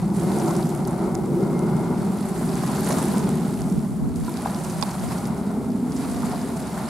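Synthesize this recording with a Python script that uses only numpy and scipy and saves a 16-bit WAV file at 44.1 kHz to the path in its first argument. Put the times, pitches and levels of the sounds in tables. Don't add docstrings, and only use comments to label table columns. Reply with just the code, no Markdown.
import sys
import numpy as np
from scipy import signal
from scipy.fft import rfft, irfft, next_fast_len
from scipy.io import wavfile
from scipy.ndimage import uniform_filter1d

SR = 44100
rng = np.random.default_rng(int(sys.argv[2]) if len(sys.argv) > 2 else 0)


def generate_wav(signal):
    frames = np.transpose(np.atleast_2d(signal))
    scaled = np.clip(frames, -1, 1) * 32767
    pcm = np.round(scaled).astype(np.int16)
    wavfile.write(sys.argv[1], SR, pcm)


N = 303845

# (time [s], lag [ms])
GROUND_LAG = [(0, 5.35), (1.5, 5.2), (3.0, 4.85), (3.9, 4.8), (4.25, 4.4), (4.65, 5.25), (5.1, 5.1),
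              (5.5, 4.7), (5.95, 4.35), (6.45, 4.3), (6.89, 4.9)]
# (frequency [Hz], correlation [-1..1])
JET_LIKENESS = [(50, 0.72), (180, 0.95), (400, 0.9), (800, 0.91), (1400, 0.64), (3000, 0.56)]


def from_db(db):
    return 10 ** (np.asarray(db) / 20)


def rms_one(x):
    return x / np.sqrt(np.mean(x ** 2) + 1e-20)


def in_time(rows):
    times, *columns = np.transpose(rows)
    return [np.interp(np.arange(N) / SR, times, column) for column in columns]


def at_hz(points, hz):
    known_hz, values = np.transpose(points)
    return np.interp(np.log(hz + 1e-9), np.log(known_hz), values)


def panned(x, left_db):
    return x * from_db(np.array([[.5], [-.5]]) * left_db)


def drift(rate_hz):
    hop, settle = 40, 2000
    pole = np.exp(-2 * np.pi * rate_hz * hop / SR)
    noise = rng.standard_normal(N // hop + settle + 2)
    slow = signal.lfilter([1], [1, -2 * pole, pole * pole], noise)[settle:]
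    return np.interp(np.arange(N) / hop, np.arange(len(slow)), rms_one(slow))


def swells(rows):
    t = np.arange(N) / SR
    return sum(from_db(peak_db) * np.exp(-((t - s) / half_s) ** 2) for s, peak_db, half_s in rows)


def ring(clicks, hz, t60):
    pole, step = 10 ** (-3 / (t60 * SR)), 2 * np.pi * hz / SR
    return signal.lfilter([0, np.sin(step)], [1, -2 * pole * np.cos(step), pole * pole], clicks + 1e-18)


def coloured(pair, spectrum, likeness):
    size = next_fast_len(N, real=True)
    hz = np.fft.rfftfreq(size, 1 / SR)
    alike = np.clip(at_hz(likeness, hz), -.99, .99)
    mid, side = rfft(pair, size) * from_db(at_hz(spectrum, hz))
    mid, side = mid * np.sqrt(1 + alike), side * np.sqrt(1 - alike)
    return rms_one(irfft(np.array([mid + side, mid - side]), size)[:, :N])


def turbulence(spectrum, likeness):
    return coloured(rng.standard_normal((2, N)), spectrum, likeness)


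def evened(x, seconds):
    return x / np.sqrt(uniform_filter1d(np.mean(x ** 2, axis=0), int(seconds * SR)) + 1e-12)


def slid(x, slide):
    lag_ms, = in_time(GROUND_LAG)
    place = np.cumsum((lag_ms.mean() / lag_ms) ** slide)
    return np.array([np.interp(place % N, np.arange(N), side) for side in x])


def over_ground(x, echo, smear_ms=0.58):
    n = np.arange(N)
    lag_ms, = in_time(GROUND_LAG)
    late = n - lag_ms * SR / 1000
    dull = uniform_filter1d(x, int(smear_ms * SR / 1000))
    return x + echo * np.array([np.interp(late, n, side) for side in dull])


def eddies(spectrum, level_db, echo, slide, flutter_db, flutter_hz):
    roar = slid(turbulence(spectrum, JET_LIKENESS), slide)
    roar = evened(over_ground(roar, echo), seconds=0.14)
    return from_db(level_db) * rms_one(roar * from_db(flutter_db * drift(flutter_hz)))


def howl(deep_db, width_hz=39, narrowing=1.3):
    # (time [s], centre [Hz], relative level [dB])
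    core = [(0, 180.7, -7), (.5, 214.4, -2.5), (1.0, 205.1, -6), (1.45, 212.9, -2), (2.0, 194.4, -5.5),
            (2.55, 233.4, -6), (3.3, 190.7, -4.5), (3.8, 205.5, -4.5), (4.25, 255.6, -4.5),
            (4.6, 185.6, -2.5), (5.1, 190.1, -7), (5.5, 222, -4), (5.82, 245, 2.5), (6.12, 262.9, -.5),
            (6.5, 220, -5), (6.89, 200.4, -2.5)]
    hz, lift_db = in_time(core)
    phase = 2 * np.pi * np.cumsum(hz) / SR
    pace = np.cumsum(from_db(-narrowing * (lift_db - lift_db.mean()))) % N
    sway = [np.interp(pace, np.arange(N), drift(width_hz)) for _ in range(2)]
    hum = sway[0] * np.cos(phase) + sway[1] * np.sin(phase)
    return from_db(deep_db + lift_db - 1.5) * evened(hum[None], seconds=0.23)


def rasps(width=0.28, rise_s=0.0017):
    # (time [s], level [dB], centre [Hz], decay [s])
    bursts = [(0.504, -28.5, 850, 0.016), (2.636, -27, 910, 0.011), (2.781, -28.5, 990, .008),
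              (2.903, -27.5, 603, 0.026), (2.906, -28.5, 1490, 0.0063), (2.986, -27, 930, .012),
              (3.144, -31.5, 1140, 0.0066), (4.458, -22.5, 905.3, 0.0057), (4.471, -35, 950, 0.009),
              (5.111, -31.5, 1040, 0.019), (6.232, -30.5, 900, .015), (6.335, -30, 797, .008),
              (6.777, -32.5, 1250, .007)]
    t, out = np.arange(N) / SR, np.zeros((2, N))
    noise = turbulence([(300, 4), (1200, 3.0), (3000, -2.0), (8000, -35)], JET_LIKENESS)
    for s, level_db, hz, decay_s in bursts:
        band = signal.butter(2, [hz / (1 + width), hz * (1 + width)], "band", fs=SR, output="sos")
        near = np.abs(t - s) < 3 * decay_s
        age = t[near] - s
        shape = np.exp(-(age / np.where(age < 0, rise_s, decay_s)) ** 2)
        out[:, near] += rms_one(signal.sosfilt(band, noise[:, near])) * from_db(level_db) * shape
    return out


def exhaust():
    # (frequency [Hz], level [dB])
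    deep_colour = [(25, -45), (60, -27), (100, -13.5), (140, 0.5), (195, 2), (250, -2), (310, -5.5),
                   (450, -25.5), (900, -68)]
    upper_colour = [(150, -14.5), (280, 0), (355, 7), (420, -1), (520, -6), (900, -45)]
    tear_colour = [(250, -38), (480, -4), (720, 3.5), (980, -1.5), (1150, -7), (1400, -7), (1750, -24),
                   (2150, -17), (2600, -34.5), (5000, -29), (12000, -70)]
    # (time [s], level [dB])
    deep_levels = [(0.0, -23), (0.5, -24), (0.86, -24.5), (1.0, -26), (1.25, -27), (1.38, -22.5),
                   (2.11, -23.5), (2.32, -26), (2.46, -23), (2.92, -24), (3.08, -23.5), (3.32, -21),
                   (3.54, -25.5), (3.77, -22), (3.88, -27), (4.15, -27.5), (4.42, -30), (5.1, -28.5),
                   (5.35, -26), (5.61, -26.5), (5.85, -27.5), (6.1, -28), (6.89, -30)]
    upper_levels = [(0, -33), (.4, -28.5), (.75, -30.5), (1.2, -29.5), (1.37, -27.5), (1.55, -31),
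                    (2.0, -32.5), (2.5, -34), (2.9, -32), (3.3, -33), (4.1, -38), (4.6, -34), (4.88, -40),
                    (5.2, -36), (5.6, -33), (6.0, -34.5), (6.5, -33.5), (6.75, -40), (6.89, -39)]
    tear_levels = [(0.0, -38.5), (.2, -36.5), (0.4, -30.5), (0.52, -29), (0.66, -34.5), (1.08, -32.5),
                   (1.29, -37), (1.75, -32.5), (2.21, -37), (2.72, -35.5), (2.96, -31), (3.23, -35.5),
                   (3.63, -37.5), (3.96, -43.5), (4.16, -43.5), (4.3, -40), (4.46, -35.5), (4.65, -37),
                   (5.13, -35.5), (5.5, -37.5), (5.78, -41.5), (6.34, -34.5), (6.41, -38.5), (6.89, -35.5)]
    deep_db, = in_time(deep_levels)
    upper_db, = in_time(upper_levels)
    tear_db, = in_time(tear_levels)
    upper_db += 0.37 * (deep_db - deep_db.mean()) + 0.5 * (tear_db - tear_db.mean())
    deep = eddies(deep_colour, deep_db - 0.5, echo=0.47, slide=.8, flutter_db=0.86, flutter_hz=17)
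    deep += howl(deep_db)
    upper = eddies(upper_colour, upper_db, echo=0.54, slide=.45, flutter_db=1.54, flutter_hz=4.4)
    tear = eddies(tear_colour, tear_db - .2, echo=0.27, slide=.1, flutter_db=1.5, flutter_hz=27)
    return panned(deep, left_db=-0.4) + panned(upper + tear + rasps(), left_db=1.1)


def ground_rumble(level_db=-39.5):
    # (frequency [Hz], level [dB])
    colour = [(20, -20), (40, -9), (65, 7.5), (95, 4.5), (150, 9.5), (400, -40)]
    # (frequency [Hz], correlation [-1..1])
    likeness = [(30, .1), (60, 0.97), (120, 0.83)]
    return from_db(level_db) * turbulence(colour, likeness)


def stalk_crackle(breeze_db, per_s, spread_db, t60, pitches=14):
    rate = per_s * from_db(.5 * (breeze_db - breeze_db.mean()))
    at = np.flatnonzero(rng.random(N) < rate / SR)
    size, stalk, left, right = rng.random((len(at), 4)).T
    strength = from_db(spread_db * np.minimum(-np.log(size), 4.0))
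    out = np.zeros((2, N))
    for k, hz in enumerate(np.geomspace(4200, 13000, pitches)):
        own = (stalk * pitches).astype(int) == k
        clicks = np.zeros((2, N))
        clicks[:, at[own]] = strength[own] * (np.array([left[own], right[own]]) - .5)
        out += ring(clicks, hz, t60)
    return rms_one(out)


def rustling(spectrum, grains):
    # (frequency [Hz], correlation [-1..1])
    likeness = [(800, 1), (3000, 0.71), (6000, 0.78), (9500, 0.22), (14000, 0.58)]
    return evened(coloured(rng.standard_normal((2, N)) + grains, spectrum, likeness), seconds=0.33)


def grass(grain_growth=0.13, rub_db=1.7):
    # (frequency [Hz], level [dB])
    tip_colour = [(4000, -12), (6000, -6.5), (7500, -1.5), (9800, 0.5), (11200, -2), (12500, -8),
                  (14000, -13), (16000, -23)]
    blade_colour = [(500, -14), (1000, 10.5), (1900, 4), (3100, -2.5), (3900, -1), (4600, -0.4),
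                    (5800, -6.5), (7500, -15), (10000, -29)]
    # (time [s], level [dB])
    breeze = [(0.0, -51), (0.13, -52.5), (0.15, -45), (0.48, -42), (0.81, -49.5), (1.2, -52), (1.5, -52),
              (2.05, -50), (2.55, -43), (2.73, -42), (2.9, -36.5), (3.03, -39), (3.35, -47.5),
              (3.68, -47.5), (3.83, -51.5), (4.02, -53.5), (4.148, -55), (4.162, -49), (4.66, -43.5),
              (5.11, -44.5), (5.27, -47), (5.33, -51), (5.7, -53.5), (5.86, -52), (5.95, -46.5),
              (6.12, -44.5), (6.5, -47), (6.89, -46.5)]
    blade_swish = [(0, -48), (.13, -54), (.17, -45), (.46, -42.5), (.8, -50), (1.05, -51), (1.3, -54),
                   (1.6, -52), (2.05, -48.5), (2.4, -45.5), (2.58, -40), (2.76, -40.5), (2.93, -37),
                   (3.35, -44), (3.68, -48.5), (3.92, -54.5), (4.14, -52.5), (4.38, -44), (4.55, -44.5),
                   (4.68, -44), (5.1, -43.5), (5.27, -45.5), (5.35, -49.5), (5.7, -53), (5.86, -52.5),
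                   (6.0, -44), (6.2, -43.5), (6.55, -45), (6.89, -43.5)]
    breeze_db, = in_time(breeze)
    blade_db, = in_time(blade_swish)
    grains = stalk_crackle(breeze_db, per_s=900, spread_db=4.0, t60=0.0025)
    grains *= from_db(grain_growth * (breeze_db - breeze_db.mean()))
    tips = from_db(breeze_db + 2.0) * rustling(tip_colour, 0.38 * grains)
    blades = from_db(blade_db) * rustling(blade_colour, 0.2 * grains)
    blades *= rms_one(from_db(rub_db * drift(92)))
    tremble = from_db(0.49 * drift(21) + 0.88 * drift(120))
    return panned((tips + blades) * tremble, left_db=-1.0)


def wind_buffet(steady_db=-45):
    # (time [s], peak [dB], half-length [s])
    gusts = [(3.62, -31, 0.081), (3.77, -26, 0.032), (3.92, -28, 0.024), (4.05, -24, 0.055),
             (4.21, -26.5, 0.071), (4.8, -33, 0.043), (5.06, -28.5, 0.048), (6.17, -34, 0.19)]
    # (frequency [Hz], level [dB])
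    colour = [(25, 2.5), (60, -5.5), (130, 1.5), (200, -7), (320, -11.5), (600, -31), (1500, -55)]
    # (frequency [Hz], correlation [-1..1])
    likeness = [(40, -0.86), (300, -0.63)]
    return (from_db(steady_db) + swells(gusts)) * evened(turbulence(colour, likeness), seconds=0.061)


def stalk_snaps(width=0.33, direct_share=0.35, dull_hz=11500):
    # (time [s], relative peak [dB], resonance [Hz], decay [s])
    snaps = [(0.2004, -25.5, 7500, .0008), (0.2415, -31, 11000, .002), (0.399, -28.5, 6000, .005),
             (0.4794, -29, 5400, .005), (0.5082, -25, 5800, .003), (0.565, -26, 7200, 0.0033),
             (0.628, -28.5, 4100, .002), (0.6695, -31, 6400, .003), (0.7503, -22, 8400, 0.00049),
             (0.8514, -28, 4700, .0012), (0.8741, -21, 10500, 0.0014), (0.880, -29, 6100, .0025),
             (0.9089, -26.5, 8200, .0012), (1.1465, -30, 9000, .004), (1.1522, -17.5, 5470, 0.0006),
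             (1.5921, -24.5, 8200, 0.0014), (1.767, -29, 7900, 0.00066), (2.1352, -32, 8800, .0015),
             (2.2566, -32, 9090, .002), (2.555, -23, 7000, .0005), (2.762, -25, 7100, 0.00047),
             (2.807, -21, 10500, 0.0018), (2.8876, -20, 9300, .0009), (2.9332, -26, 10000, .001),
             (3.0266, -22, 9630, .003), (3.054, -23, 9800, .003), (3.0835, -25, 8400, .002),
             (3.182, -21, 9235, .0016), (3.193, -26, 5900, .0005), (3.2198, -32, 8100, .0007),
             (3.2911, -20.5, 9000, .0016), (3.356, -26, 10200, .0012), (3.5058, -35, 10900, 0.0019),
             (3.5108, -35, 8200, .0014), (3.6079, -22.5, 9000, .0007), (3.6185, -27, 5900, .0012),
             (3.6997, -28, 6700, 0.00051), (3.9063, -33, 9800, .001), (3.967, -36, 9310, .0008),
             (4.158, -34, 5980, .004), (4.2472, -32, 5200, .0025), (4.2945, -26, 10200, 0.0021),
             (4.3716, -24, 4500, .0018), (4.4212, -26, 9400, .001), (4.546, -28, 4500, 0.0015),
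             (4.6452, -26, 11000, .002), (4.7095, -31, 6100, 0.0018), (4.8118, -25, 7300, .003),
             (5.1848, -29, 5005, .002), (5.2543, -28, 5000, 0.0019), (5.272, -28, 10100, .002),
             (5.921, -31, 5500, 0.0021), (5.9639, -31, 7123, 0.0032), (6.2556, -29, 10800, 0.00094),
             (6.778, -27, 9400, .0007)]
    t, out = np.arange(1024) / SR, np.zeros((2, N))
    for s, peak_db, hz, decay_s in snaps:
        cracks = rng.standard_normal((3, len(t))) * np.exp(-t / decay_s)
        cracks = cracks[0] + 0.6 * cracks[1:]
        band = signal.butter(2, [hz / (1 + width), hz * (1 + width)], "band", fs=SR, output="sos")
        snap = signal.sosfilt(band, cracks) + direct_share * cracks
        at = round(s * SR)
        out[:, at:at + len(t)] += snap / np.abs(snap).max() * from_db(peak_db + 1.5)
    soften = signal.butter(2, dull_hz, fs=SR, output="sos")
    return panned(signal.sosfilt(soften, out), left_db=-2.0)


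def whine(start_hz=2126, sag_hz_per_s=7, floor_db=-69.5, waver=0.0018, flicker_db=0.6):
    # (time [s], peak [dB], half-length [s])
    carried = [(.29, -58, .04), (1.15, -61, 0.07), (1.45, -62, .04), (1.6, -53.5, 0.07), (1.74, -61, .05),
               (1.87, -62, .06)]
    hz = start_hz - sag_hz_per_s * np.arange(N) / SR
    phase = 2 * np.pi * np.cumsum(hz * (1 + waver * drift(40))) / SR
    gain = from_db(floor_db) + swells(carried)
    return np.sqrt(2) * np.sin(phase) * gain * from_db(flicker_db * drift(22))


def grip_knock(at_s=4.280, level_db=-20.5, contact_s=0.0036):
    # (frequency [Hz], relative level [dB], t60 [s])
    modes = [(289.2, -2, 0.089), (341.5, -3, 0.21), (985, 1.5, 0.052), (1380, 0, 0.023)]
    age = np.maximum(np.arange(N) / SR - at_s, 0)
    ringing = sum(from_db(db - 60 * age / t60) * np.sin(2 * np.pi * hz * age) for hz, db, t60 in modes)
    return from_db(level_db) * ringing * (1 - np.exp(-age / contact_s))


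def camera_click(at_s=4.8252, gap_s=0.00123, gap_growth=1.55, loss_db_per_s=1150, scrape_s=0.0007):
    # (frequency [Hz], relative level [dB], t60 [s])
    modes = [(938, 3, 0.018), (1450, -9, 0.0064), (2380, -10, 0.014), (3600, -6.5, 0.011),
             (4100, -5.5, 0.009), (4750, -4.5, 0.009), (5170, -4, 0.01), (6600, -6, .0025),
             (8650, 0, 0.002)]
    t, out = np.arange(2048) / SR, np.zeros((2, N))
    contacts = np.r_[0, np.cumsum(gap_s * gap_growth ** np.arange(4))]
    force = sum(from_db(-loss_db_per_s * s) * np.exp(-np.abs(t - s) / scrape_s) for s in contacts)
    at = round(at_s * SR)
    for hz, mode_db, t60 in modes:
        scrape = force * (rng.standard_normal(len(t)) + 1.05 * rng.standard_normal((2, len(t))))
        gain = from_db(mode_db - 19) * np.sqrt(t60)
        out[:, at:at + len(t)] += gain * rms_one(ring(scrape, hz, t60))
    return panned(out, left_db=-13.5)


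def scene():
    distant = exhaust() + whine() + ground_rumble()
    nearby = grass() + stalk_snaps()
    on_microphone = camera_click() + grip_knock() + wind_buffet()
    return distant + nearby + on_microphone


def record(dry):
    low_cut_hz, top_hz = 43, 15750
    low_cut = signal.butter(3, low_cut_hz, "high", fs=SR, output="sos")
    top_cut = signal.ellip(12, .1, 90, top_hz, fs=SR, output="sos")
    return signal.sosfilt(top_cut, signal.sosfilt(low_cut, dry))


dry = scene()
out = record(dry)
generate_wav(out)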